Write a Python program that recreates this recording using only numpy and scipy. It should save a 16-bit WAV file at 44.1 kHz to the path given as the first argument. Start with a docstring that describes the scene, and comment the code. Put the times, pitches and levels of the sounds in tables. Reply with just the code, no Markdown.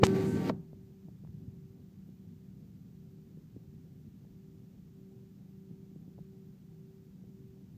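"""A roar of air and wheels, with slowly throbbing engine tones, fills an airliner rolling on the ground.
The tones throb because two engines run almost in step. The microphone's port (its sound hole) is open
for half a second, then something, probably a finger, seals it with a thump. What stays is a muffled
drone, a few soft bumps on the case and the hiss of the microphone itself."""
import sys
import numpy as np
from scipy import signal
from scipy.fft import rfft, irfft, next_fast_len
from scipy.io import wavfile

SR = 44100
rng = np.random.default_rng(int(sys.argv[2]) if len(sys.argv) > 2 else 0)


def store_wav(level_fs):
    """Save 16-bit WAV to argv[1]."""
    pcm = np.round(np.clip(np.atleast_2d(level_fs), -1, 1) * 32767)
    wavfile.write(sys.argv[1], SR, pcm.T.astype(np.int16))


N = 342657
TIME = np.arange(N) / SR

# how the low hum heard in the roar swells and fades: time_s, gain_db
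HUM_SWELL = [(0.4, 1), (0.9, -1.5), (1.3, 0), (1.8, -2.5), (2.5, 1.5), (3.3, -4.5), (3.8, -9.5),
             (4.3, -3.5), (4.65, 0), (5.2, 3.5), (6.2, 1), (6.8, -1.5), (7.6, 0)]
# how the tone an octave above the hum swells and fades: time_s, gain_db
OCTAVE_SWELL = [(0.3, 2.5), (0.9, 0), (1.7, -1), (2.7, -7), (3.1, -2), (4.1, -4), (5.1, 2.5), (7.0, 2)]
# higher tones of each engine: multiple_of_octave, level_db
ENGINE_OVERTONES = [(2, -62.5), (3, -61.5), (4, -61.5)]
# weaker tones of engines and cabin fans: pitch_hz, level_db
WHINE_TONES = [(160, -44), (313, -52), (451, -57.5), (918, -60.5), (1312, -67.5), (1873, -68.5)]
# the cabin's roar, from bass to treble: frequency_hz, level_db_per_hz
ROAR_SPECTRUM = [(22, -105), (45, -77), (65, -72), (105, -58.5), (165, -55), (260, -57), (450, -67.5),
                 (620, -77.5), (790, -76), (1000, -87.5), (2200, -86), (3000, -94), (4750, -93.5),
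                 (5100, -99), (15000, -106)]
# rougher and smoother ground changes the wheel rumble: time_s, gain_db
RUMBLE_SWELL = [(0.4, -0.5), (0.7, 1.5), (1.0, -3.5), (1.42, 5), (1.7, -0.5), (4.1, 0.5), (5.05, -2.5),
                (5.8, -1.5), (6.2, -1), (6.8, -3), (7.4, 0), (7.7, -1.5)]
# air hissing from the vents: frequency_hz, level_db_per_hz
VENT_SPECTRUM = [(4000, -122), (6000, -105), (8500, -99), (11000, -106), (15000, -116)]
# the vent hiss swells briefly: time_s, gain_db
VENT_HISS_SWELL = [(.1, -1.5), (.22, 3), (.29, 8.5), (.35, 4.5), (.45, -4)]
# what gets through the sealed port: frequency_hz, gain_db
SEALED_FILTER = [(30, -7.5), (60, -12.5), (105, -18), (160, -17), (195, -21), (290, -28.5), (385, -31),
                 (620, -33.5), (800, -35.5), (930, -39), (1150, -49), (8000, -62.5)]
# the finger pushes, snaps and bumps on the case: start_s, peak_db, brightness_hz, scuff_0_to_1
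FINGER_TOUCHES = [(0.03, -9, 400, 0.86), (.033, -10, 1160, 1), (0.035, -12.5, 3100, 0.9),
                  (0.0372, -9.5, 6494, 0.36), (0.0679, -14, 10860, 0.06), (0.4944, -22.5, 950, 1),
                  (0.496, -29.5, 4500, 0.83), (0.4987, -15.5, 900, 0.14), (0.503, -24.5, 700, 0.5),
                  (0.731, -42.5, 516, 0.2), (1.085, -44, 620, 0.4), (1.237, -47.5, 506, 0.3),
                  (1.249, -49.5, 1010, 0), (1.274, -54, 1800, 0.2), (1.286, -37.5, 147, 0.7),
                  (1.344, -44, 161, 0), (1.478, -37, 170, 0.28), (2.09, -42, 301, 0.2),
                  (3.373, -46.5, 419, 0.4), (3.564, -35, 345, 0.11), (4.076, -41, 170, 0.07),
                  (4.25, -58.5, 800, 0.27), (5.71, -42.5, 236, 0.23), (5.96, -42.5, 362, 0.14),
                  (6.078, -39, 250, 0.06), (6.181, -51, 812, 0), (6.188, -44.5, 594, 0.4),
                  (7.239, -52, 449, 0.18)]
# the case's low thud and a faint, higher hollow ring at each touch: pitch_hz, width_hz, gain_db
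TOUCH_RINGS = [(175, 450, 6.5), (810, 120, -16.5)]
# tone colour of the crackle of peeling skin: frequency_hz, gain_db
CRACKLE_FILTER = [(500, 1.5), (2000, 3), (5500, 1), (8200, 5), (11000, -8.5), (15000, -15.5)]
# the microphone's own hiss: frequency_hz, level_db_per_hz
MIC_HISS_SPECTRUM = [(100, -112), (1000, -114), (2100, -117), (4500, -119), (9000, -120), (15400, -119)]
# the dip in the microphone's treble: frequency_hz, gain_db
MIC_FILTER = [(6800, 0), (8200, -4), (9700, -9), (12000, -2.5), (14300, 0.5)]

SEAL_S = 0.495  # the finger starts to close the port
TREBLE_LIMIT_HZ = 15450


def engines(hum_hz=191.8, hum_db=-38, octave_db=-39, beat_hz=1.14, beat_rise_hz_per_s=0.09):
    """Two engines slip in and out of step, so their shared tones throb (beat) over a wavering hum."""
    speed = 1 + 0.00072 * drift(1.6)
    hum = shaft_tone(hum_hz, hum_db, speed) * level(HUM_SWELL) * amp(1.78 * drift(6))
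    near_cycles = 2 * hum_hz * np.cumsum(speed) / SR + rng.random()
    # the far engine runs slightly faster and keeps gaining, so the throb quickens
    far_cycles = near_cycles + np.cumsum(beat_hz + beat_rise_hz_per_s * TIME) / SR
    octave = amp(octave_db) * (np.sin(2 * np.pi * near_cycles) + np.sin(2 * np.pi * far_cycles))
    overtones = sum(amp(db) * np.sin(2 * np.pi * (round(multiple) * cycles + rng.random()))
                    for multiple, db in ENGINE_OVERTONES for cycles in (near_cycles, far_cycles))
    whines = sum(shaft_tone(hz, db, speed) * amp(1.9 * drift(2.1)) for hz, db in WHINE_TONES)
    return hum + np.sqrt(2) * (octave * level(OCTAVE_SWELL) + overtones) + whines


def shaft_tone(hz, db, speed):
    """One pure tone whose pitch follows the speed of the spinning shaft."""
    cycles = hz * np.cumsum(speed) / SR + rng.random()
    return np.sqrt(2) * amp(db) * np.sin(2 * np.pi * cycles)


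def cabin_roar(shake_db=1.32, flutter_db=2.7):
    """The wheels shake the low rumble, the rush of air above it flutters, and the vents hiss."""
    roar = noise(ROAR_SPECTRUM)
    rumble = bass_of(roar, hz=420, order=2)
    vents = noise(VENT_SPECTRUM) * level(VENT_HISS_SWELL)
    wheels = rumble * level(RUMBLE_SWELL) * amp(shake_db * drift(35))
    air = (roar - rumble) * amp(flutter_db * drift(24))
    return wheels + air + vents


def through_port(cabin, ajar_db=-5, open_s=0.023, closing_db_per_s=225):
    """The port opens as the finger lifts, then closes as it presses, leaving only a muffled sound."""
    opening_db = ajar_db * np.maximum(1 - (TIME / open_s) ** 2, 0)
    leak = amp(opening_db - closing_db_per_s * np.clip(TIME - SEAL_S, 0, 1))
    treble_leak = leak ** 3.3  # a narrowing gap shuts out treble faster than bass
    bass = bass_of(cabin, hz=620, order=1)
    muffled = colour(cabin, SEALED_FILTER)
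    return leak * bass + treble_leak * (cabin - bass) + (1 - leak) * muffled


def finger_touches(scuff_s=0.0037):
    """Each touch is a pulse of pressure with a short scuff of skin, rounded off by the soft fingertip."""
    out = np.zeros(N)
    t = np.arange(2048) / SR
    for start_s, peak_db, brightness_hz, scuff in FINGER_TOUCHES:
        grit = rng.standard_normal(len(t)) * np.exp(-t / scuff_s)
        push = (t == 0) + 2 * scuff * grit / np.linalg.norm(grit)
        rounded = keep_side(push, "low", hz=brightness_hz, order=4)
        knock = keep_side(rounded, "high", hz=85, order=3)
        ring = sum(amp(db) * signal.lfilter(*signal.iirpeak(hz, hz / width_hz, SR), knock)
                   for hz, width_hz, db in TOUCH_RINGS)
        bump = knock + ring
        slot = out[round(start_s * SR):][:len(t)]
        slot += amp(peak_db) * bump[:len(slot)] / abs(bump).max()
    return out


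def skin_peel(start_s=0.039, end_s=0.065, clicks_per_s=1100, level_db=-38):
    """Skin lets go of the case in a quick run of tiny clicks."""
    length_s = end_s - start_s
    times_s = rng.uniform(start_s, end_s, round(clicks_per_s * length_s))
    clicks = np.bincount((times_s * SR).astype(int), rng.standard_normal(len(times_s)), N)
    crackle = colour(clicks, CRACKLE_FILTER)
    return amp(level_db) * crackle * np.sqrt(length_s * SR) / np.linalg.norm(crackle)


def fingertip_rub(start_db=-60, fade_db_per_s=140):
    """The fingertip settles on the port with a dull rub that dies away."""
    dull_noise = keep_side(rng.standard_normal(N), "low", hz=850, order=3)
    rub = keep_side(dull_noise, "high", hz=480, order=3)
    fade = amp(start_db - fade_db_per_s * np.clip(TIME - SEAL_S, 0, 1))
    return (TIME > SEAL_S) * fade * rub / rub.std()


def ground_jolts(jolts_per_s=60, level_db=-70):
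    """Uneven ground sends small dull jolts through the seat and hand into the case."""
    blows = rng.uniform(-0.72, 1, N) * (rng.random(N) < jolts_per_s / SR)
    softened = keep_side(blows, "low", hz=280, order=4)
    thuds = keep_side(softened, "high", hz=190, order=2)
    return amp(level_db) * thuds / thuds.std()


def amp(db):
    """Turns decibels into a number to multiply a sound by."""
    return 10 ** (np.asarray(db) / 20)


def level(curve):
    """A volume curve that joins (time_s, gain_db) points."""
    return amp(np.interp(TIME, *np.transpose(curve)))


def drift(fastest_hz, count=16):
    """A smooth random wobble, typically about 1 in size, made by adding slow waves."""
    rates_hz = np.geomspace(fastest_hz / 10, fastest_hz, count)
    times_s = TIME[::256]
    waves = np.sin(2 * np.pi * (np.outer(times_s, rates_hz) + rng.random(count)))
    wobble = (waves / np.sqrt(rates_hz)).sum(1)
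    return np.interp(TIME, times_s, wobble / wobble.std())


def noise(spectrum):
    """Steady noise shaped by (frequency_hz, level_db_per_hz) points."""
    return colour(rng.standard_normal(N) * np.sqrt(SR / 2), spectrum)


def colour(sound, points):
    """Turns each frequency up or down, following (frequency_hz, gain_db) points."""
    hz, db = np.transpose(points)
    size = next_fast_len(len(sound) + 4096)
    frequencies_hz = np.fft.rfftfreq(size, 1 / SR)
    gain = amp(np.interp(np.log(frequencies_hz + 1), np.log(hz), db))
    return irfft(rfft(sound, size) * gain, size)[:len(sound)]


def bass_of(sound, hz, order):
    """The part below hz, with no delay, so subtracting it leaves the treble."""
    return signal.sosfiltfilt(signal.butter(order, hz, fs=SR, output="sos"), sound)


def keep_side(sound, side, hz, order):
    """Keeps the "low" or "high" side of hz; a higher order cuts more sharply."""
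    return signal.sosfilt(signal.butter(order, hz, side, fs=SR, output="sos"), sound)


def scene():
    """The cabin heard through the port, plus what reaches the case by touch."""
    cabin = through_port(engines() + cabin_roar())
    return (cabin + finger_touches() + skin_peel() + ground_jolts() + fingertip_rub())[None]


def record(dry):
    """The microphone adds its hiss, dips the treble and cuts off the very highest sounds."""
    heard = colour(dry[0] + noise(MIC_HISS_SPECTRUM), MIC_FILTER)
    treble_cut = signal.firwin(511, TREBLE_LIMIT_HZ, window=("kaiser", 9), fs=SR)
    return signal.oaconvolve(heard, treble_cut, "same")[None]


dry = scene()
out = record(dry)
store_wav(out)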